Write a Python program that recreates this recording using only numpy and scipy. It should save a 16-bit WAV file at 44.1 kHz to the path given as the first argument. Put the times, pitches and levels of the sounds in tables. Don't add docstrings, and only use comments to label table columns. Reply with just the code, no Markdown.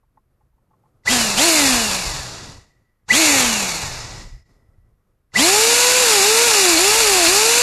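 import sys
import numpy as np
from scipy import signal
from scipy.fft import rfft, irfft, next_fast_len
from scipy.io import wavfile
from scipy.ndimage import uniform_filter1d

SR = 44100
rng = np.random.default_rng(int(sys.argv[2]) if len(sys.argv) > 2 else 0)


def gain_from_db(level_db):
    decades = np.asarray(level_db, float) / 20
    return 10 ** decades


def store_wav(level_fs):
    pcm = np.round(np.clip(np.atleast_2d(level_fs), -1, 1) * 32767)
    wavfile.write(sys.argv[1], SR, pcm.T.astype(np.int16))


N = 336042
TIME_S = np.arange(N) / SR


def rms_one(x):
    return x / np.sqrt(np.mean(x ** 2) + 1e-20)


def drift(rate_hz):
    r = np.exp(-80 * np.pi * rate_hz / SR)
    slow = signal.lfilter([1], [1, -2 * r, r * r], rng.standard_normal(N // 40 + 2002))[2000:]
    return np.interp(np.arange(N) / 40, np.arange(len(slow)), rms_one(slow))


def coloured(points, modes=()):
    size = next_fast_len(N)
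    hz = np.arange(size // 2 + 1) * SR / size + 1e-3
    points_hz, points_db = np.transpose(points)
    level_db = np.interp(np.log(hz), np.log(points_hz), points_db)
    for mode_hz, width_hz, mode_db in modes:
        level_db = level_db + mode_db / (1 + (2 * (hz - mode_hz) / width_hz) ** 2)
    gain = gain_from_db(level_db) * (hz > 10)
    counted = (hz > 2500) & (hz < 12000) if modes else hz > 0
    gain /= np.sqrt(np.mean(gain ** 2 * counted))
    return irfft(gain * rfft(rng.standard_normal(size)), size)[:N]


def resonance(x, hz, width_hz):
    r = np.exp(-np.pi * width_hz / SR)
    b = np.array([1, 0, -1]) * (1 - r * r) / 2
    return signal.lfilter(b, [1, -2 * r * np.cos(2 * np.pi * hz / SR), r * r], x + 1e-18)


def speed_up(speed_hz, smooth):
    return uniform_filter1d(np.gradient(speed_hz) * SR, size=smooth)


# (closes [s], opens [s])
SWITCH_S = [
    (1.018, 1.118),
    (1.368, 1.46),
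    (3.054, 3.196),
    (5.302, 6.015),
    (6.213, 6.46),
    (6.772, 7.003),
    (7.267, 8.0),
]
STALL_HZ_PER_S, PULL_HZ_PER_S, PULL_KNEE_HZ = 2800, 29800, 99.8
FRICTION_HZ_PER_S, CREEP_HZ, FAN_DRAG_PER_HZ = 151.1, 40, .00243


def rotor():
    t = np.arange(N * 1000 // SR + 2) / 1000
    live = 0
    for on_s, off_s in SWITCH_S:
        live = live + np.clip(1000 * (t - on_s), 0, 1) - np.clip(1000 * (t - off_s), 0, 1)
    speed = [1.]
    for current in live[1:]:
        hz = speed[-1]
        pull = current * min(STALL_HZ_PER_S, PULL_HZ_PER_S / (1 + hz / PULL_KNEE_HZ) ** 2)
        brake = FRICTION_HZ_PER_S * np.tanh(hz / CREEP_HZ) + FAN_DRAG_PER_HZ * hz * hz
        speed.append(hz + (pull - brake) / 1000)
    return np.interp(TIME_S, t, speed), np.interp(TIME_S, t, live)


# (multiple of shaft speed, level [dB])
OVERTONES = [(1, 0), (2, -5), (3, -6.5), (5, -16)]
# (frequency [Hz], level over the hiss [dB])
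BODY = [(60, -9), (120, -10), (170, -16), (215, -9.5), (260, -9), (330, -7.5), (400, -8.5), (500, -9),
        (680, -6.5), (800, -6.5), (1000, -12.5), (1500, -12)]
RATTLE_DB_PER_OCTAVE, RATTLE_HZ = 10, 360


def unbalance(angle, speed_hz, air_db):
    weak_db = RATTLE_DB_PER_OCTAVE * np.minimum(np.log2(speed_hz / RATTLE_HZ), 0)
    shaft = 0
    for k, level_db in OVERTONES:
        tone_db = level_db + np.interp(k * speed_hz, *np.transpose(BODY)) + (k > 1) * weak_db
        level = gain_from_db(tone_db + 1.5 * np.sqrt(k) * drift(8))
        shaft = shaft + level * np.sin(k * angle + rng.uniform(0, 6))
    return np.sqrt(2) * gain_from_db(air_db) * shaft


BLADES, BLADE_DB, BLADE_SIDE_DB = 7, -10.5, -5
INLET_HZ, INLET_WIDTH_HZ = 2000, 650


def blade_passing(angle, air_db):
    tone = gain_from_db(2.5 * drift(7)) * np.sin(BLADES * angle + .3 * drift(25))
    tone += gain_from_db(BLADE_SIDE_DB + 3 * drift(7)) * np.sin((BLADES + 1) * angle + .3 * drift(25))
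    for _ in range(2):
        tone = resonance(tone, INLET_HZ, INLET_WIDTH_HZ)
    return np.sqrt(2) * gain_from_db(air_db + BLADE_DB) * tone


# (frequency [Hz], level over the hiss [dB])
SLOT_COLOUR = [(1400, -25), (1600, -12), (2200, -13), (2700, -12), (3300, -12.5), (3700, -19), (4600, -18),
               (6500, -15.5)]
# (frequency [Hz], width [Hz], level [dB])
LOAD_MODES = [(3200, 300, -2.5), (4180, 240, -1)]
SLOTS, SLOT_LOAD_DB, MAINS_HZ, HUM_DB = 13, -3, 120, -28


def slots(angle, speed_hz, air_db):
    mains = np.sin(2 * np.pi * MAINS_HZ * TIME_S)
    load = np.sqrt(np.clip(speed_up(speed_hz, 441) / 3000, 0, 1))
    pull = np.sin(SLOTS * angle + .3 * drift(30) + 2.2 * load * drift(110))
    colour_db = np.interp(SLOTS * speed_hz, *np.transpose(SLOT_COLOUR))
    line = pull * gain_from_db(colour_db + SLOT_LOAD_DB * load + 1.2 * drift(12)) * (1 + .8 * load * mains)
    for mode_hz, width_hz, mode_db in LOAD_MODES:
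        line += gain_from_db(mode_db) * resonance(pull * load, mode_hz, width_hz)
    return np.sqrt(2) * gain_from_db(air_db) * (line + gain_from_db(HUM_DB) * load * mains)


# (shell rings [s], ring over the hiss [dB], jolt strikes [s], jolt [dB])
STARTS = [
    (1.071, 26.5, 1.036, -59),
    (3.109, 31.5, 3.084, -46),
    (5.359, 27, 5.32, -57),
]
SHELL_HZ, SHELL_WIDTH_HZ = 1990, 24


def shell_ring(angle, speed_hz, air_db):
    torque = np.clip(speed_up(speed_hz, 441) / 3000, 0, 1)
    rings_s, rings_db, *_ = np.transpose(STARTS)
    kick = gain_from_db(air_db + np.interp(TIME_S, rings_s, rings_db)) * torque * np.sin(SLOTS * angle)
    for _, _, switch_s, jolt_db in STARTS:
        kick[round(switch_s * SR)] += gain_from_db(jolt_db) * SR / (2 * np.pi * SHELL_WIDTH_HZ)
    return np.sqrt(2) * resonance(kick, SHELL_HZ, SHELL_WIDTH_HZ)


GATE_SHUT_HZ, GATE_OPEN_HZ, GATE_DB, GATE_LAG_S = 47.6, 81.5, -19.5, 0.011


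def gate(speed_hz):
    late_hz = np.interp(np.arange(N) - GATE_LAG_S * SR, np.arange(N), speed_hz)
    return np.clip(np.log(late_hz / GATE_SHUT_HZ) / np.log(GATE_OPEN_HZ / GATE_SHUT_HZ), 0, 1)


AIR_DB_AT_200_HZ, AIR_DB_PER_OCTAVE, CEILING_DB, LOAD_DB = -22, 17, -14, 2
REOPEN_S, REOPEN_WIDTH_S, REOPEN_DB = 4.54, .07, 9


def air_level(speed_hz):
    load = np.clip(speed_up(speed_hz, 881) / STALL_HZ_PER_S, 0, 1)
    free_db = AIR_DB_AT_200_HZ + AIR_DB_PER_OCTAVE * np.log2(speed_hz / 200)
    free = gain_from_db(free_db + LOAD_DB * load + GATE_DB * (1 - gate(speed_hz)))
    limited = free / (1 + (free / gain_from_db(CEILING_DB)) ** 6.0) ** (1 / 6)
    return 20 * np.log10(limited) + REOPEN_DB * np.exp(-((TIME_S - REOPEN_S) / REOPEN_WIDTH_S) ** 2)


# (frequency [Hz], density [dB per Hz])
FAST_AIR = [(60, -30), (150, -27.5), (300, -20), (550, -18), (800, -15), (1400, -16), (2000, -18),
            (3600, -14.5), (5700, -14), (8500, -15.5), (11400, -17), (12500, -23), (14000, -22.5)]
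SLOW_AIR = [(60, -12), (120, -5.5), (270, -12), (550, -8.5), (900, -5.5), (1400, -10.5), (2400, -19.5),
            (3600, -11.5), (5700, -10), (7600, -17), (11400, -26.5), (14000, -53)]
SLOW_HZ, FAST_HZ = 107.05, 314
# (frequency [Hz], width [Hz], level [dB])
HOUSING = [(1693, 65, 4), (2566, 1130, 8), (4487, 940, 4), (7130, 1000, 6.5), (10240, 400, -2.5),
           (13590, 700, 13.5)]
# (frequency [Hz], width [Hz], level [dB])
NOTCHES = [(3150, 300, -8), (12850, 650, -11)]
# (frequency [Hz], width [Hz], level [dB])
TURNED = [(2240, 260, 5), (5070, 400, -5.5), (6340, 1500, 2), (10040, 760, -3)]
TURNED_FROM_S, TURNED_TO_S = 3.07, 4.9


def air(speed_hz, air_db):
    bright = np.clip(np.log(speed_hz / SLOW_HZ) / np.log(FAST_HZ / SLOW_HZ), 0, 1)

    def hiss(modes):
        return np.sqrt(bright) * coloured(FAST_AIR, modes) + np.sqrt(1 - bright) * coloured(SLOW_AIR, modes)

    heard = hiss(HOUSING + NOTCHES)
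    aside = slice(round(TURNED_FROM_S * SR), round(TURNED_TO_S * SR))
    heard[aside] = hiss(HOUSING + NOTCHES + TURNED)[aside]
    return gain_from_db(air_db + 0.1 * drift(11) + 0.9 * drift(67)) * heard


DRAG_DB, DRAG_DB_PER_OCTAVE, DRAG_HZ = -54, 8, 163
GRID_HZ, GRID_DB, FACING_DB = 5130, 21.5, 5


def brushes(speed_hz, live):
    facing = TIME_S > TURNED_FROM_S
    octaves = np.log2(speed_hz / 100)
    grid = facing * gain_from_db(GRID_DB + 7.8 * octaves) * resonance(rng.standard_normal(N), GRID_HZ, 200)
    friction = rms_one(resonance(rng.standard_normal(N), .98 * SHELL_HZ, 53))
    coasting = np.clip(5.4 * (1 - speed_hz / DRAG_HZ), 0, 1) * uniform_filter1d(1 - live, size=441)
    level_db = DRAG_DB + DRAG_DB_PER_OCTAVE * octaves + 0.55 * GATE_DB * (1 - gate(speed_hz))
    return coasting * gain_from_db(level_db + FACING_DB * facing + 1.5 * drift(22)) * (friction + grid)


# (time [s], length [s], level [dB], release [dB per s])
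BLOWS = [(1.035, 0.93, -38, 161), (1.93, 0.2, -31.5, 60), (2.2, 0.4, -40.5, 230), (3.06, 0.98, -42, 146),
         (3.793, 0.45, -31.5, 101), (4.47, .05, -46, 28), (5.3, .25, -40, 60), (5.55, 1.1, -45, 150),
         (6.65, 0.65, -36, 100), (7.3, 0.19, -42, 90)]
# (frequency [Hz], density [dB per Hz])
GUST_COLOUR = [(12, -25), (22, 2), (36, 1), (70, -2.5), (130, -9), (300, -57.5)]
BLOW_ATTACK_S, STILL_DB, LUMP_DB = .05, -61.5, 2.0


def gusts():
    level = gain_from_db(STILL_DB)
    for start_s, length_s, level_db, release_db_per_s in BLOWS:
        swell = np.clip((TIME_S - start_s) / BLOW_ATTACK_S, 0, 1) ** 2
        release_db = release_db_per_s * np.maximum(TIME_S - start_s - length_s, 0)
        level = np.maximum(level, swell * gain_from_db(level_db - release_db))
    return level * gain_from_db(-6.0 + LUMP_DB * drift(3.6) + 2.8 * drift(22)) * coloured(GUST_COLOUR)


# (time [s], peak [dB], rub length [s])
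TAPS = [(0.03, -67, 0.018), (0.172, -53, 0.0087), (0.408, -64, 0.016), (0.529, -73, 0.016),
        (0.581, -67, 0.016), (0.708, -60, 0.021), (0.732, -59, 0.016), (0.834, -62, 0.019),
        (0.854, -62, 0.016)]
# (frequency [Hz], level [dB], t60 [s])
CASE = [(870, 8, 0.028), (1050, -1, 0.056), (1850, -14, .03)]


def taps():
    rubs, grit = np.zeros(N), rng.standard_normal(N)
    for time_s, peak_db, length_s in TAPS:
        size = max(round(length_s * SR), 40)
        start = round(time_s * SR) - size // 4
        rubs[start:][:size] += gain_from_db(peak_db + 5.5) * np.hanning(size) / np.sqrt(size)
    out = np.zeros(N)
    for hz, level_db, t60_s in CASE:
        r, w = gain_from_db(-60 / (t60_s * SR)), 2 * np.pi * hz / SR
        rub = resonance(rubs * grit, hz, 500)
        out += gain_from_db(level_db) * signal.lfilter([0, np.sin(w)], [1, -2 * r * np.cos(w), r * r], rub)
    return out


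# (time [s], swell [s], level [dB])
HANDS = [
    (.6, .4, -66.5),
    (4.47, .03, -65.5),
]
# (frequency [Hz], density [dB per Hz])
MURMUR_COLOUR = [(60, -18.5), (110, 4), (220, -6.5), (520, -11.5), (900, -19.5), (1300, -19), (1600, -30),
                 (2600, -38.5)]
# (frequency [Hz], density [dB per Hz])
ELECTRONICS_COLOUR = [(500, -28), (1000, 1), (1500, 0), (3400, -12), (8000, -16), (13000, -7.5),
                      (14000, -8)]
ELECTRONICS_DB, MURMUR_DB, WAKE_DB, SETTLE_DB_PER_S = -79.5, -70.5, -43, 48
WARM_UP_S, WARM_UP_DB = .3, -3


def floor(speed_hz, live):
    wake = gain_from_db(WAKE_DB + 1.8 * GATE_DB * (1 - gate(speed_hz))) * np.clip(speed_hz / GATE_SHUT_HZ, 0, 1) ** 2.0
    wake *= np.clip(2 - speed_hz / 110, 0, 1) * uniform_filter1d(1 - live, size=441)
    hand = 0
    for start_s, swell_s, level_db in HANDS:
        settle_db = SETTLE_DB_PER_S * np.maximum(TIME_S - start_s - swell_s, 0)
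        hand = hand + np.clip((TIME_S - start_s) / swell_s, 0, 1) * gain_from_db(level_db - settle_db)
    room = gain_from_db(MURMUR_DB + WARM_UP_DB * np.clip(1 - TIME_S / WARM_UP_S, 0, 1))
    murmur = (room + wake + hand) * gain_from_db(2.0 * drift(8)) * coloured(MURMUR_COLOUR)
    return murmur + gain_from_db(ELECTRONICS_DB) * coloured(ELECTRONICS_COLOUR)


DUCK_S, DUCK_WIDTH_S, DUCK_DB = 4.445, 0.013, -8


def scene():
    speed_hz, live = rotor()
    angle = 2 * np.pi * np.cumsum(speed_hz) / SR
    air_db = air_level(speed_hz)
    mono = unbalance(angle, speed_hz, air_db) + blade_passing(angle, air_db)
    mono += slots(angle, speed_hz, air_db) + shell_ring(angle, speed_hz, air_db)
    mono += air(speed_hz, air_db) + brushes(speed_hz, live)
    mono += gusts() + taps() + floor(speed_hz, live)
    mono *= gain_from_db(DUCK_DB * np.exp(-((TIME_S - DUCK_S) / DUCK_WIDTH_S) ** 2))
    return np.stack([mono, mono])


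# (frequency [Hz], width [Hz], threshold of the drift [spreads])
DROPPED_BANDS = [(3110, 190, .5), (3290, 150, .9), (10000, 260, 1.4), (12250, 300, .9), (12600, 400, .2),
                 (12950, 380, -.2)]


def drop_bands(x):
    size = next_fast_len(N)
    hz, spectrum = np.arange(size // 2 + 1) * SR / size, rfft(x, size)
    loud = 1. * (uniform_filter1d(x[0] ** 2, size=500) > gain_from_db(-62))
    lost = 0
    for centre_hz, width_hz, threshold in DROPPED_BANDS:
        band = irfft(spectrum * np.exp(-(2 * (hz - centre_hz) / width_hz) ** 6), size)[..., :N]
        lost = lost + band * uniform_filter1d(loud * (drift(11) > threshold), size=600)
    return x - lost


def top_cut(x):
    return signal.sosfilt(signal.butter(12, 14170, fs=SR, output="sos"), x)


CUTOFF_HZ = 14120


def record(dry):
    rounded = .9 * np.tanh(dry / .9)
    cut = signal.sosfilt(signal.cheby2(14, 60, CUTOFF_HZ, fs=SR, output="sos"), rounded)
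    return top_cut(drop_bands(cut))


dry = scene()
out = record(dry)
store_wav(out)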